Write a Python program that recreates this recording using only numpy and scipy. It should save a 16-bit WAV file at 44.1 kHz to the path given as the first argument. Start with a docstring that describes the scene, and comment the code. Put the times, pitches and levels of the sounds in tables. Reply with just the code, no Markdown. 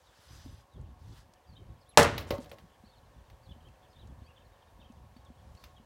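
"""Splitting a log in an open field

An axe cracks a log on a chopping block: noise burst, block modes and a storm of fibre snaps with a noise tail.
The halves tumble onto the woodpile as snaps, wood modes and low thumps; chips rattle and splinters tick.
Wind buffets the microphone and a far road hums, both coloured noise; sparrows chirp as sliding sines.
A jacket swishes in swells of noise; the axe head sings in narrow noise bands as it drags over the log."""
import sys
import numpy as np
from scipy import signal
from scipy.io import wavfile

SR = 44100
rng = np.random.default_rng(int(sys.argv[2]) if len(sys.argv) > 2 else 0)


def output_pcm(signal):
    """Save a mono or channel-first signal as 16-bit PCM at the path in sys.argv[1].

    Samples are clipped to [-1, 1] before scaling.
    """
    pcm = np.clip(np.atleast_2d(signal).T, -1, 1) * 32767
    wavfile.write(sys.argv[1], SR, np.round(pcm).astype(np.int16))


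N = 257984


def amp(db):
    """Decibels to gain."""
    return 10 ** (np.asarray(db) / 20)


def rms_one(x):
    """Scale to unit rms."""
    return x / np.sqrt(np.mean(x ** 2) + 1e-20)


def at_hz(rows, hz):
    """All columns of a table read on a log-frequency axis."""
    f, *columns = np.transpose(rows)
    return [np.interp(np.log(hz), np.log(f), c) for c in columns]


def level(rows):
    """Gain over time from (s, dB) rows, silent outside them."""
    s, db = np.array(rows)[:, [0, -1]].T
    return amp(np.interp(np.arange(N) / SR, s, db, left=-200, right=-200))


def drift(rate_hz):
    """Slow chance of rms 1: noise through two equal poles, computed every 40 samples."""
    r = np.exp(-80 * np.pi * rate_hz / SR)
    noise = rng.standard_normal(N // 40 + 2002)
    slow = signal.lfilter([1], [1, -2 * r, r * r], noise)[2000:]  # skip the run-in
    return np.interp(np.arange(N) / 40, np.arange(len(slow)), rms_one(slow))


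def band(x, low_hz, high_hz):
    """Butterworth band-pass."""
    sos = signal.butter(2, [low_hz, min(high_hz, .47 * SR)], "band", fs=SR, output="sos")
    return signal.sosfilt(sos, x)


def ring(clicks, hz, t60_s):
    """Two-pole resonator: a unit click sets a sine of height 1 ringing."""
    r, w = amp(-60 / (t60_s * SR)), 2 * np.pi * hz / SR
    return signal.lfilter([0, np.sin(w)], [1, -2 * r * np.cos(w), r * r], clicks + 1e-18)


def add(out, s, x):
    """Mix x into out from time s."""
    i = round(s * SR)
    out[i:i + len(x)] += x[:N - i]


def coloured(colour, tones, together_db, own_db, rate_hz):
    """Half-octave noise bands that flicker, scaled to rms 1, plus narrow resonant bands."""
    out, shared, white = 0, drift(rate_hz), rng.standard_normal((2, N))
    lowest_hz, highest_hz = colour[0][0], colour[-1][0]
    edges = lowest_hz * 2 ** np.arange(0, np.log2(highest_hz / lowest_hz) + .5, .5)
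    for k, (low, high) in enumerate(zip(edges, edges[1:])):
        db = at_hz(colour, np.sqrt(low * high))[0] + together_db * shared + own_db * drift(rate_hz)
        out = out + amp(db) * band(white[k % 2], low, high)
    out = rms_one(out)
    for hz, width, db in tones:
        tone = rms_one(band(white[0], hz - width / 2, hz + width / 2))
        out = out + amp(db + 2 * drift(0.86)) * tone
    return out


# Far road and field. Each row: time in seconds, level in dB.
ROAD = [(0, -69), (3.0, -66), (5.85, -66.5)]
# Hum spectrum. Each row: frequency in Hz, density in dB per Hz.
ROAD_COLOUR = [(200, -3.5), (350, -4), (570, -0.5), (1080, -3), (1250, -9.5), (3600, -16.5), (16000, -28)]
# Resonant bands in the hum. Each row: centre in Hz, width in Hz, mean level in dB against the hum.
ROAD_DRONES = [(532, 94, -10), (737, 12, -8), (920, 170, -13), (1086, 16, -11), (1760, 250, -15.5)]


def road():
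    """Steady broadband hum with narrow bands that slowly waver."""
    return level(ROAD) * coloured(ROAD_COLOUR, ROAD_DRONES, together_db=0.24, own_db=0.5, rate_hz=5.0)


# Gusts at the microphone. Each row: time in seconds, rumble level in dB before the lumps.
WIND = [(0, -60), (.28, -68), (.34, -52), (.55, -44.5), (.67, -63), (.76, -45), (1.12, -52.5),
        (1.36, -63.5), (1.62, -48), (1.8, -62.5), (2.75, -61.5), (3.4, -58), (3.72, -56.5), (3.9, -64),
        (4.1, -49.5), (4.53, -61.5), (4.9, -54.5), (5.85, -61.5)]
# Rumble spectrum. Each row: frequency in Hz, density in dB per Hz.
GUST_COLOUR = [(30, -4.5), (55, 10), (100, 2.5), (200, -11), (400, -32)]
LUMPS_DB, LUMPS_RATE_HZ = 4.0, 7.0  # random lumps within a gust


def wind():
    """Lumpy eddies at the microphone; strong gusts reach higher in pitch."""
    gain = level(WIND) * amp(LUMPS_DB * drift(LUMPS_RATE_HZ))
    rumble = coloured(GUST_COLOUR, [], together_db=3.0, own_db=0.5, rate_hz=59.0)
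    pops = rms_one(band(rng.standard_normal(N), 87, 308)) * amp(1.7 * drift(18.67))
    return gain * rumble + gain ** 2 * amp(31.5) * pops


# Arched chirps. Each row: time of the top in seconds, rise in s, fall in s, top in Hz, level in dB.
CHIRPS = [ (1.575, 0.027, 0.015, 3870, -71), (1.9, 0.048, 0.074, 4080, -73), (2.868, .03, 0.033, 4530, -73),
          (2.935, 0.028, 0.029, 3750, -73), (3.055, 0.014, 0.025, 4200, -77.5),
          (3.445, 0.026, 0.034, 4730, -75.5), (3.505, 0.018, 0.027, 3565, -64.5),
          (3.601, 0.002, 0.026, 3300, -72), (3.668, 0.027, 0.027, 3350, -68.5),
          (3.845, .02, 0.025, 3500, -72.5), (3.91, 0.022, 0.041, 5150, -76.5),
          (3.965, 0.015, 0.017, 3660, -70), (4.005, 0.022, 0.035, 3950, -68.5),
          (4.367, 0.0093, .025, 3500, -67.5), (4.62, 0.008, 0.022, 3420, -76),
          (4.804, .012, 0.033, 3590, -70.5), (4.855, 0.018, 0.024, 3300, -71.5),
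          (5.255, .003, 0.021, 3780, -68), (5.59, .025, 0.023, 4670, -73), (5.77, 0.0095, 0.023, 3330, -72)]
# Flatter, slurred notes. Each row: time of the top in seconds, rise in s, fall in s, top in Hz, level in dB.
SLURS = [(.065, .005, .05, 3850, -76), (.725, .008, .055, 3900, -75), (1.48, 0.014, 0.034, 4800, -75.5),
         (1.52, 0.0054, 0.026, 4420, -73), (1.585, 0.024, 0.029, 3310, -68.5),
         (1.805, .004, 0.026, 5200, -79), (1.812, 0.0029, 0.033, 4600, -76), (2.9, 0.0093, .022, 4450, -72),
         (2.965, 0.0128, .028, 4340, -75.5), (4.27, .04, .015, 4650, -77.5), (4.3, .035, 0.027, 2850, -71),
         (4.455, .01, .02, 4240, -77)]
RISE_HZ_PER_S, FALL_HZ_PER_S, SLUR_HZ_PER_S = 26000, 44000, 18000
TURN_S = 0.005  # rounding of the top
FAR_FLOCK_DB = -82
TREES_DB, TREES_T60_S = -5, .18


def sparrows():
    """Arched, ragged sine chirps smeared by the trees; a farther flock calls at random."""
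    # time, rise, fall, top
    draw = rng.random((110, 4)) * [N / SR - .1, .02, .02, 1100] + [.05, .003, .015, 2900]
    far = [(*row, FAR_FLOCK_DB) for row in draw]
    notes = [(*row, RISE_HZ_PER_S, FALL_HZ_PER_S) for row in CHIRPS + far]
    notes += [(*row, SLUR_HZ_PER_S, SLUR_HZ_PER_S) for row in SLURS]
    out, warble = np.zeros(N), 1 + .012 * drift(70)
    for s, rise, fall, top_hz, db, up, down in notes:
        t = np.arange(-rise * SR, fall * SR) / SR
        hz = top_hz - np.where(t < 0, up, down) * (np.hypot(t, TURN_S) - TURN_S)
        hz = hz * np.roll(warble, -round(s * SR))[:len(t)]
        tone = np.sin(2 * np.pi * np.cumsum(hz) / SR)
        add(out, s - rise, np.sqrt(2) * amp(db) * tone * signal.windows.tukey(len(t), .4))
    ragged = out * amp(3.5 * drift(150))
    t = np.arange(SR // 4) / SR
    scatter = rng.standard_normal(len(t)) * amp(-60 * t / TREES_T60_S)
    smear = signal.fftconvolve(ragged, scatter / np.linalg.norm(scatter))[:N]
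    return ragged + amp(TREES_DB) * smear


# Jacket and hands sliding. Each row: time of the loudest point in seconds, swell in s, fade in s, level in dB.
SWISH = [(.36, 0.38, 0.25, -60), (1.181, .19, 0.042, -61.5), (5.65, 0.29, 0.077, -69)]
# Cloth spectrum. Each row: frequency in Hz, density in dB per Hz.
SWISH_COLOUR = [(700, 2), (1600, 5), (2500, -6), (3500, 2.5), (5400, -1), (8500, -7), (16000, -16.5)]
SWISH_SWELL_DB, SWISH_FADE_DB = 13.5, 9.5  # gained over the swell, lost over the fade
SWISH_STOP_S = 0.066  # last drop after the fade


def swish():
    """Each stroke of cloth noise swells to its loudest point, fades and stops."""
    cloth = coloured(SWISH_COLOUR, [], together_db=0.0, own_db=2.0, rate_hz=20.0)
    gain = 0
    for s, swell, fade, db in SWISH:
        end = s + fade
        gain = gain + level([(s - swell, db - SWISH_SWELL_DB), (s, db),
                             (end, db - SWISH_FADE_DB), (end + SWISH_STOP_S, db - 32)])
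    return gain * cloth


# Modes of the axe head. Each row: centre in Hz, width in Hz, level in dB.
STEEL = [(4970, 270, 2), (6010, 140, 0), (11600, 500, -10)]
# Drag over the log. Each row: time in seconds, gain in dB.
DRAG = [(.25, -88), (.31, -69.5), (.45, -72.5), (.63, -84)]


def drag():
    """Friction keeps a few modes of the axe head ringing: narrow bands of one noise."""
    white, sound = rng.standard_normal(N), 0
    for hz, width, db in STEEL:
        sound = sound + amp(db) * rms_one(band(white, hz - width / 2, hz + width / 2))
    return level(DRAG) * sound


# Dry ticks of splinters, bark and grass. Each row: start in seconds, level in dB before the band-pass.
TICKS = [(0.7374, -63), (0.813, -61), (1.3365, -53.5), (2.029, -17), (2.034, -25), (3.6849, -62.5),
         (4.0725, -57.5), (4.9215, -58), (5.2497, -58.5), (5.5507, -55.5)]
# Short thin rings. Each row: start in seconds, frequency in Hz, level in dB, t60 in s.
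PINGS = [(1.891, 11010, -52.5, 0.077), (5.165, 4530, -61.5, 0.092)]


def ticks():
    """Brief bursts of treble noise and two short decaying sines."""
    out, t = np.zeros(N), np.arange(SR // 5) / SR
    for s, db in TICKS:
        burst = rng.standard_normal(len(t)) * amp(-60 * t / 0.025)
        add(out, s, amp(db) * band(burst, 2300, 8300))
    for s, hz, db, t60 in PINGS:
        attack = np.minimum(500 * t, 1)
        add(out, s, attack * amp(db - 60 * t / t60) * np.sin(2 * np.pi * hz * t))
    return out


RATTLE_FROM_S, RATTLE_T60_S, RATTLE_PER_S, RATTLE_DB = 2.17, 1.1, 140, -54


def rattle():
    """Loose bark and chips tick at random, as noise puffs, while the pile settles."""
    t = np.arange(SR) / SR
    heights = amp(2.7 * np.minimum(rng.exponential(1, SR), 4))
    chips = (rng.random(SR) < RATTLE_PER_S / SR) * heights
    decay = amp(-60 / (0.062 * SR))  # puff t60 0.062 s
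    puffs = signal.lfilter([1], [1, -decay], chips + 1e-18) * rng.standard_normal(SR)
    out = np.zeros(N)
    add(out, RATTLE_FROM_S, amp(RATTLE_DB - 60 * t / RATTLE_T60_S) * rms_one(band(puffs, 1150, 8540)))
    return out


# Modes of a piece of firewood. Each row: frequency in Hz, mean level in dB, t60 in s at damping 1.
BILLET = [(235.7, -11, 0.056), (364.3, -10.5, 0.088), (496, -7.5, .08), (565, 0, .11), (628, -9, .07),
          (745, -11.5, 0.1), (900, -10.5, 0.053), (1060, -11, .07), (2034, -12.5, .04)]


def wood(push, damping=1):
    """The modes of a piece of firewood, each struck with its own random strength."""
    strengths_db = rng.normal(0, 2.6, len(BILLET))
    return sum(amp(db + k) * ring(push, hz, t60 / damping) for (hz, db, t60), k in zip(BILLET, strengths_db))


# Wood on wood. Each row: start in seconds, snap level in dB before the band-pass, drive of the ring in dB.
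KNOCKS = [(2.179, -23, -57), (2.2073, -36, -45), (2.3055, -23.5, -18.5), (2.3814, -44.5, -40),
          (2.4424, -46, -51), (2.4585, -50, -48.5), (2.5145, -39.5, -40), (2.584, -46, -54),
          (3.2994, -50.5, -71), (5.165, -54.5, -62), (5.6388, -38.5, -58.5)]
# Dull low thumps, loudest where the halves land. Each row: start in seconds, starting level in dB, pitch in Hz.
THUMPS = [(0.46, -39, 266), (0.816, -40.5, 142), (2.329, -25, 94), (2.387, -30, 247), (2.638, -45, 170),
          (2.837, -46, 215), (3.564, -49.5, 226), (4.219, -50.5, 236), (4.791, -48.5, 228),
          (4.901, -43, 231.3), (5.164, -45.5, 240), (5.302, -43.5, 237.3), (5.799, -48.5, 221)]
THUMP_T60_S = 0.064
SNAP_TREBLE_DB = -12  # against its middle
SETTLE_S, SETTLE_DB = 0.033, -4  # chatter after landing: time constant, level before its band-pass


def knocks():
    """Each contact is a dry snap with a rustle of bark and a soft push into the modes of the piece that lands."""
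    out, t = np.zeros(N), np.arange(SR // 3) / SR
    for s, snap_db, ring_db in KNOCKS:
        noise = rng.standard_normal(len(t))
        middle = amp(snap_db) * band(noise, 800, 5000)
        treble = amp(snap_db + SNAP_TREBLE_DB) * band(noise, 5000, 17000)
        decay = amp(-60 * t / 0.025) + amp(-11.5 - 60 * t / 0.19)  # snap, then rustle
        snap = (middle + treble) * decay * np.minimum(t / 0.00078, 1)
        push = np.exp(-((t - .003) / 0.00015) ** 2)  # the full weight follows the first touch
        push = push / (0.00031 * SR * np.sqrt(np.pi))  # area about a half
        chatter = rng.standard_normal(len(t)) * np.exp(-t / SETTLE_S) * (t > .003)
        push = push + amp(SETTLE_DB) * band(chatter / np.linalg.norm(chatter), 280, 1700)
        add(out, s, snap + amp(ring_db) * wood(push, damping=1.57))  # it lies on other wood
    for s, db, hz in THUMPS:
        add(out, s, amp(db - 60 * t / THUMP_T60_S) * np.sin(2 * np.pi * hz * t))
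    return out


# The blow: start in seconds, level of crack and bite in dB.
BLOW = (1.9735, -4)
# Log and block modes under the blow. Each row: frequency in Hz, level in dB, t60 in s.
BLOCK = [(69.4, -28.5, 0.59), (152.5, -20.5, .28), (463, -15.5, 0.29), (575, -17.5, 0.35), (872, -21, 0.16),
         (1730, -19, 0.12)]
# The tearing log. Each row: frequency in Hz, tear level in dB, tear t60 in s, level of the field's answer
# in dB, answer t60 in s.
SPLIT = [(60, -36, 0.51, -42.5, 1.6), (233, -34, .4, -43.5, 1.2), (521, -20.5, 0.26, -39.5, 0.8),
         (1740, -26.5, .4, -41.5, .75), (4040, -31, .24, -39.5, 0.54), (7900, -29.5, .2, -48, 0.5),
         (14000, -35.5, 0.16, -61, .4)]


def axe():
    """The edge bites with one crack, then fibres tear in dense snaps that ring the log and die band by band."""
    (s, blow_db), t = BLOW, np.arange(SR) / SR
    crack = band(rng.standard_normal(SR) * np.exp(-(t / .0028) ** 4), 1600, 6900)
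    bite = np.exp(-(t / .0033) ** 4) * np.sin(2 * np.pi * 900 * t)  # the shove of the edge into the grain
    sound = amp(blow_db) * (crack + 0.7 * bite)
    for hz, db, t60 in BLOCK:
        attack = np.minimum(t * hz / 1.1, 1)
        sound += amp(db - 60 * t / t60) * np.sin(2 * np.pi * hz * t) * attack

    heights = amp(2.1 * np.minimum(rng.exponential(1, SR), 4))
    snaps = (rng.random(SR) < 4000 / SR) * heights * rng.choice([-1, 1], SR)  # 4000 a second
    clumps = amp(1.8 * drift(60)[:SR])
    snaps *= clumps + 0.43 * np.exp(-((t - .023) / 0.0033) ** 2)  # extra as the log opens
    snaps *= 1 + 0.75 * np.exp(-((t - .078) / 0.025) ** 2)  # the last fibres let go
    sound += amp(-40) * wood(snaps * amp(-60 * t / 0.16), damping=0.76)  # rings longer than at damping 1

    answer, edges = rng.standard_normal(SR), 45 * 2 ** np.arange(0, 9, .5)
    for k, (low, high) in enumerate(zip(edges, edges[1:])):
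        hz = np.sqrt(low * high)
        db, t60, far_db, far_t60 = at_hz(SPLIT, hz)
        rise = 1 - np.exp(-t * hz / 0.33)  # lows build up later
        tear = rms_one(band(snaps, low, high)) * amp(db - 60 * t / t60)
        far = rms_one(band(answer, low, high)) * amp(far_db - 60 * t / far_t60)
        sound += (-1) ** k * rise * (tear + far)
    out = np.zeros(N)
    add(out, s, sound)
    return out


def scene():
    """The sum of all sources, one channel."""
    background = road() + wind() + sparrows()
    handling = swish() + drag() + ticks()
    return (background + handling + rattle() + knocks() + axe())[None]


CUTOFF_HZ = 15900


def record(dry):
    """The microphone drops the deepest bass, rounds the peaks and cuts the top."""
    x = signal.sosfilt(signal.butter(2, 48, "high", fs=SR, output="sos"), dry)
    x = 1.308 * np.tanh(x / 1.283)
    return signal.sosfilt(signal.ellip(10, .5, 70, CUTOFF_HZ, fs=SR, output="sos"), x)


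dry = scene()
out = record(dry)
output_pcm(out)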